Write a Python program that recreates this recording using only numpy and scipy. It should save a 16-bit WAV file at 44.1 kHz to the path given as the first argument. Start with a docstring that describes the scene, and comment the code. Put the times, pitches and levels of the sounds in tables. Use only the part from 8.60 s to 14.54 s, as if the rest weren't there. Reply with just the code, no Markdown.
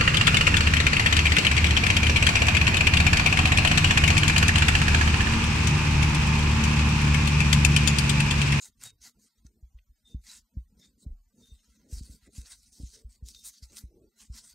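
"""A short, bright swish of cloth on metal comes first: gloved hands wipe a pistol frame, close up.
Fibres catch and slip in uneven strokes, coloured by the frame's modes, and the gloves rub dully on
the grip. Threads snag with a tick, and now and then friction sets an edge singing softly.
The hands bump the padded work table, which thuds. The room is small and quiet; a noise suppressor
holds down the preamplifier hiss and a faint electrical whine."""
import sys
import numpy as np
from scipy import signal
from scipy.fft import rfft, irfft
from scipy.io import wavfile

SR = 44100
rng = np.random.default_rng(int(sys.argv[2]) if len(sys.argv) > 2 else 0)


def store_wav(level_fs):
    """Save 16-bit WAV to argv[1]."""
    pcm = np.round(np.clip(np.atleast_2d(level_fs), -1, 1) * 32767)
    wavfile.write(sys.argv[1], SR, pcm.T.astype(np.int16))


N = 261954
TIME = np.arange(N) / SR
FREQ = np.maximum(np.fft.rfftfreq(2 * N, 1 / SR), 1)

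# Levels in the tables are relative, ahead of the mix.
# wiping strokes: middle t/s, length/s, level/dB, change in scrape with pressure/dB
WIPE_STROKES = [ (.043, .07, -50, 0), (0.253, 0.07, -49.5, 7), (.462, 0.071, -51, 0.5),
                (0.631, 0.077, -63.5, -2), (0.74, 0.26, -80.5, 9), (.868, .016, -62, 7.5),
                (1.501, 0.068, -66, -2.5), (1.716, .13, -51, 1), (2.23, 0.098, -65.5, 2.5),
                (2.419, 0.045, -61.5, -9.5), (2.857, 0.18, -66, -0.5), (3.093, 0.3, -70, 5),
                (3.357, 0.093, -52, -4.5), (3.494, 0.15, -58.5, -5), (3.651, .06, -66, 7),
                (3.78, 0.091, -55, -2), (3.866, 0.049, -58, 4), (3.92, 0.052, -52.5, 2.5),
                (4.015, 0.17, -64.5, -7), (4.145, 0.052, -58.5, -17), (4.276, 0.24, -58, -7),
                (4.377, 0.072, -68.5, 13), (4.533, 0.077, -64.5, -1), (4.689, .059, -53, -9.5),
                (4.768, 0.11, -58, -17), (4.869, 0.067, -52, -1), (4.953, 0.083, -58.5, -5.5),
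                (5.042, 0.033, -56.5, -0.5), (5.167, 0.15, -60.5, 1), (5.179, 0.031, -44.5, -8),
                (5.622, 0.082, -56.5, 1.5), (5.77, 0.061, -51, -1), (5.843, 0.22, -58, -3)]
# the cloth whips off the end of the frame with a bright fizz: middle t/s, level/dB
CLOTH_FLICKS = [(4.871, -42.5), (5.18, -50)]
# the cloth's three tones, bright swish, midrange scrape and airy fizz: f/Hz, level/dB
SWISH_SPECTRUM = [(1500, -16.5), (3100, -3.5), (3800, 0.5), (5500, 8), (7800, 5.5), (9300, -1.5),
                  (11500, -13)]
SCRAPE_SPECTRUM = [(400, -21), (600, -8), (820, -5), (1080, -1.5), (1500, 1.5), (2200, 0.5), (3000, -3.5),
                   (4500, -2)]
FIZZ_SPECTRUM = [(6500, -20.5), (9000, -7.5), (11000, -15), (12500, -17), (15500, -21)]
# modes of the hand-damped frame: f/Hz, width/Hz, level/dB
FRAME_MODES = [(1690, 580, -29), (1975, 12, 1.5), (3770, 10, 9.5), (4064, 19.7, 12), (4566, 220, -1.5),
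               (5150, 92, -5), (5990, 120, -2.5), (6480, 41, 8.5), (7080, 150, 0.5), (8250, 360, -2),
               (8800, 59, -14), (11600, 150, -4)]
# dull rub of a glove: f/Hz, level/dB
GLOVE_SPECTRUM = [(20, -0.5), (50, 6), (110, 3.5), (200, -2.5), (330, -8.5), (470, -1.5), (650, -8.5),
                  (1600, -37)]
# the holding hand takes a new grip: middle t/s, length/s, level/dB, hollow of the hand f/Hz
REGRIPS = [(0.276, 0.13, -60.5, 120), (0.582, 0.053, -70.5, 235), (0.944, 0.17, -76.5, 327),
           (2.206, 0.16, -65.5, 206), (2.796, 0.091, -60.5, 232), (3.296, 0.14, -64.5, 265),
           (3.514, 0.074, -59, 206), (3.689, 0.029, -58, 292), (4.208, 0.03, -53.5, 235),
           (4.383, 0.077, -65.5, 422), (5.127, 0.038, -60.5, 310), (5.381, .14, -60.5, 337)]
# the cloth catches on an edge and lets go: t/s, peak level/dB, band centre f/Hz
THREAD_SNAGS = [(0.2365, -28, 7600), (0.866, -46, 6000), (1.188, -51.5, 2600), (2.991, -61, 2920),
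                (3.33, -44, 8860), (3.859, -41, 4540), (4.7475, -39.5, 4230), (5.039, -44.5, 5340),
                (5.6, -57, 5070), (5.776, -39, 5500)]
# a thin edge sings once the cloth bites on it: t/s, length/s, level/dB, mode f/Hz
EDGE_NOTES = [(0.246, .04, -47.5, 3770), (1.444, 0.096, -58.5, 3626), (1.684, 0.043, -47, 3984),
              (2.209, 0.057, -57.5, 3620), (2.81, .14, -64, 3654), (4.737, 0.085, -60, 3660)]
# hands bump the table: t/s, peak level/dB, contact time/s
TABLE_BUMPS = [(0.849, -48.5, 0.0021), (1.029, -44, 0.011), (1.149, -45, 0.018), (1.296, -53.5, 0.019),
               (1.545, -32.5, 0.003), (1.969, -31, 0.0037), (2.463, -35, 0.0035), (2.517, -35.5, 0.046),
               (2.918, -45.5, 0.0082), (3.327, -32.5, .0075), (3.368, -36.5, .018), (3.409, -38, 0.0028),
               (3.496, -45, 0.0036), (3.781, -36.5, .0043), (4.199, -41.5, 0.00051), (4.232, -36.5, 0.0037),
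               (4.449, -40, 0.013), (4.625, -38, 0.0057), (5.025, -43.5, 0.0072), (5.237, -40, 0.0043),
               (5.699, -37.5, 0.0062)]
# low modes of the table: f/Hz, width/Hz, level/dB
TABLE_MODES = [(37.2, 6.3, 0.5), (58.8, 16.8, 12.5), (89, 9, -15), (157.5, 20, -8), (221.5, 57, -13.5)]
# preamplifier hiss: f/Hz, level/dB
HISS_SPECTRUM = [(50, 12), (130, 4.5), (300, 6), (700, 11), (2500, 1), (7000, 8.5), (11500, -1),
                 (15000, -12)]


def undb(db):
    """Decibels to gain."""
    return 10 ** (np.asarray(db) / 20)


def unit(x):
    """Scale to rms 1."""
    return x / np.sqrt(np.mean(x ** 2))


def through(x, response):
    """Filter by a frequency response."""
    return irfft(rfft(x, 2 * N) * response)[..., :N]


def colour(points):
    """EQ curve through (f/Hz, level/dB) points, falling 20 dB an octave beyond its ends."""
    hz, db = np.transpose(points)
    octaves_out = np.maximum(np.log2(hz[0] / FREQ), 0) + np.maximum(np.log2(FREQ / hz[-1]), 0)
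    return undb(np.interp(np.log(FREQ), np.log(hz), db) - 20 * octaves_out)


def resonance(hz, width_hz):
    """Response of one mode, gain 1 at its centre."""
    return 1 / (1 + 1j * (FREQ / hz - hz / FREQ) * hz / width_hz)


def wander(rate_hz):
    """Random modulator with a spread near 1, gliding to a new value rate_hz times a second."""
    knots = rng.standard_normal(8192)
    return 1.2 * np.interp(TIME * rate_hz, np.arange(len(knots)), knots)


def swell(middle, length, flatness):
    """Envelope of one hand movement: it gathers speed and stops; about half strength at either end."""
    away = np.abs(TIME - middle)
    return np.exp(-(away / length) ** 4) / (1 + (2 * away / length) ** flatness)


def slips(per_s, scatter_db):
    """Friction grains: fibres let go at random moments, each with its own strength."""
    letting_go = rng.random(N) < per_s / SR
    return unit(letting_go * rng.standard_normal(N) * undb(scatter_db * rng.standard_normal(N)))


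def drag(pressed=False):
    """Envelope of the wiping; pressed counts in how the pressure of each stroke changes its scrape."""
    return np.sqrt(sum((undb(db + pressed * press_db) * swell(middle, length, flatness=4.4)) ** 2
                       for middle, length, db, press_db in WIPE_STROKES))


def cloth(scrape_db=-9, fizz_db=-6, crackle_db=-11, brush_db=-82, flick_s=0.041):
    """Dense fibre slips swish over the frame; pressure adds scrape, flicks fizz, stiff creases crackle."""
    brush = undb(brush_db + 0.96 * np.tanh(wander(12)))  # loose cloth still brushes between strokes
    flicks = sum(undb(db) * swell(middle, flick_s, flatness=3.4) for middle, db in CLOTH_FLICKS)
    wipe = drag()
    swish = np.hypot(wipe, brush)
    scrape = np.hypot(undb(scrape_db) * drag(pressed=True), undb(-4) * brush)
    fizz = np.hypot(undb(fizz_db) * wipe, undb(-5) * brush + flicks)
    metal = 1 + sum(undb(db) * resonance(hz, width) for hz, width, db in FRAME_MODES)
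    folds = undb(1.68 * wander(70) + 0.57 * wander(490))  # folds and weave make the drag uneven
    crackle = undb(crackle_db) * slips(per_s=140, scatter_db=1.5)
    out = 0
    for envelope, band in ((swish, SWISH_SPECTRUM), (scrape, SCRAPE_SPECTRUM), (fizz, FIZZ_SPECTRUM)):
        grains = slips(per_s=11000, scatter_db=0.5) + crackle
        out += envelope * unit(through(grains, colour(band) * metal))
    return hand_cavities(folds * out)


def hand_cavities(x, depth_db=3.0, rate_hz=30, count=26):
    """Moving hands open and close small cavities, so neighbouring bands swell and fade on their own."""
    band_index = np.interp(np.log(FREQ[::2]), np.log([500, 16000]), [0, count - 1])
    spectrum = rfft(x)
    bands = (irfft(spectrum * np.maximum(1 - np.abs(band_index - k), 0), N) for k in range(count))
    return sum(band * undb(depth_db * wander(rate_hz)) for band in bands)


def cupped(rub, hz, width_hz=36, ring_db=19):
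    """Rubbing rings the hollow of the hand at one pitch."""
    ring = signal.lfilter(*signal.iirpeak(hz, hz / width_hz, fs=SR), rub)
    return unit(rub + undb(ring_db) * ring)


def gloves(hollow_hz=227, creep_db=-74.5, stroke_db=-51.5, jolt_db=-32.5, fidget_db=-90, wrists_db=-69):
    """Gloves stick and slip on the grip with each stroke, bump and new hold; wrists nudge the table."""
    rub = unit(undb(2 * wander(40)) * through(slips(per_s=2600, scatter_db=2.5), colour(GLOVE_SPECTRUM)))
    jerks = undb(4 * np.tanh(2 * wander(22)))  # the glove either sticks or slides
    creep = undb(creep_db) * (drag() / undb(stroke_db)) ** 0.17  # creep_db under an ordinary stroke
    jolts = sum(undb(db + jolt_db) * swell(at, length=0.046, flatness=1.5) for at, db, _ in TABLE_BUMPS)
    holding = (undb(fidget_db) + creep + jolts) * jerks * cupped(rub, hollow_hz)
    regrips = sum(undb(db) * swell(middle, length, flatness=2.8) * cupped(rub, hz)
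                  for middle, length, db, hz in REGRIPS)
    nudges = np.sign(slips(per_s=16, scatter_db=0))
    wrists = unit(through(nudges, resonance(hz=52, width_hz=45) ** 3))
    return holding + regrips + undb(wrists_db) * wrists


def snags(snap_s=0.0019, tail_db=-12, tail_s=0.0057, band_ratio=1.11):
    """A thread snaps free: a tick of narrow-band noise with a short tail."""
    out, t = np.zeros(N), TIME[:2048]
    envelope = np.exp(-t / snap_s) + undb(tail_db) * np.exp(-t / tail_s)
    for start, db, hz in THREAD_SNAGS:
        band = signal.butter(1, [hz / band_ratio, hz * band_ratio], "band", fs=SR)
        tick = signal.lfilter(*band, rng.standard_normal(len(t)) * envelope)
        i = int(start * SR)
        out[i:i + len(t)] += undb(db) * tick / np.abs(tick).max()
    return out


def singing_edge(waver_hz=10.5, rasp_db=-6, rasp_rate_hz=600, attack_s=0.011):
    """Friction builds up one high, unsteady mode of the frame, which fades as the cloth moves on."""
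    waver = waver_hz * wander(160)
    bite = undb(4.0 * wander(90))
    rasp = undb(rasp_db) * wander(rasp_rate_hz)  # quick slips roughen the tone
    out = 0
    for start, length, db, hz in EDGE_NOTES:
        age = np.maximum(TIME - start, 0)
        envelope = (1 - np.exp(-age / attack_s)) * np.exp(-(age / length) ** 2)
        out += undb(db) * envelope * np.sin(2 * np.pi * np.cumsum(hz + waver) / SR)
    return (bite + rasp) * out


def table_thuds(low_cut_hz=33, pad_hz=290):
    """Each bump is a soft push into the table's low modes; a longer contact thuds deeper."""
    body = irfft(sum(undb(db) * resonance(hz, width) for hz, width, db in TABLE_MODES))[:SR // 2]
    # slow pushes radiate little, and the padding swallows the click
    body = signal.sosfilt(signal.butter(2, low_cut_hz, "high", fs=SR, output="sos"), body)
    body = signal.sosfilt(signal.butter(5, pad_hz, fs=SR, output="sos"), body)
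    out, t = np.zeros(N + len(body)), TIME[:len(body)]
    for at, db, contact in TABLE_BUMPS:
        push = (t / contact) ** 4 * np.exp(-8 * t / contact)
        thud = signal.fftconvolve(push, body)[:len(t)]
        i = int((at - contact / 2) * SR)  # the push is firmest halfway through the contact
        out[i:i + len(t)] += undb(db) * thud / np.abs(thud).max()
    return out[:N]


def room(x, t60_s=0.13, wet_db=-15, bounce_db=-15, bounce_s=0.0017, low_cut_hz=300):
    """The frame's underside radiates in opposite phase off the table; a faint stereo tail follows."""
    t = TIME[:SR // 3]
    tail = rng.standard_normal((2, len(t))) * np.exp(-np.log(1000) * t / t60_s) * (t > 0.002)
    tail = signal.lfilter(*signal.butter(2, low_cut_hz, "high", fs=SR), tail / np.linalg.norm(tail[0]))
    close = through(x, 1 - undb(bounce_db) * np.exp(-2j * np.pi * FREQ * bounce_s))
    return close + undb(wet_db) * signal.fftconvolve(close[None], tail, axes=1)[:, :N]


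def whine(hz=12022, level_db=-88.5):
    """A thin, steady electrical whine under everything."""
    return undb(level_db) * np.sqrt(2) * np.sin(2 * np.pi * hz * TIME)


def suppress(x, noise, strength=2.11, floor_db=-40, size=2048):
    """Noise suppressor: each narrow band is turned down unless it stands above the steady noise."""
    bands = signal.stft(x, nperseg=size)[2]
    noise_power = np.mean(np.abs(signal.stft(noise, nperseg=size)[2]) ** 2, axis=1, keepdims=True)
    power = np.abs(bands.mean(axis=0)) ** 2 + 1e-30
    gain = np.maximum(1 - strength * noise_power / power, undb(floor_db))
    return signal.istft(bands * gain, nperseg=size)[1][:, :N]


def scene(cloth_db=-1.92, table_db=5.0):
    """The mix: every source sits dead centre, just under the microphone."""
    wiping = undb(cloth_db) * cloth() + snags() + singing_edge()
    return room(wiping + undb(table_db) * table_thuds() + gloves()) + whine()


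def record(dry, hiss_db=-69, top_hz=15700):
    """Each channel's preamplifier adds hiss, a suppressor ducks it, and a steep filter cuts the top."""
    hiss = undb(hiss_db) * unit(through(rng.standard_normal((2, N)), colour(HISS_SPECTRUM)))
    quiet = suppress(dry + hiss, hiss.mean(axis=0))
    return signal.sosfilt(signal.ellip(10, 0.2, 70, top_hz, fs=SR, output="sos"), quiet)


dry = scene()
out = record(dry)
store_wav(out)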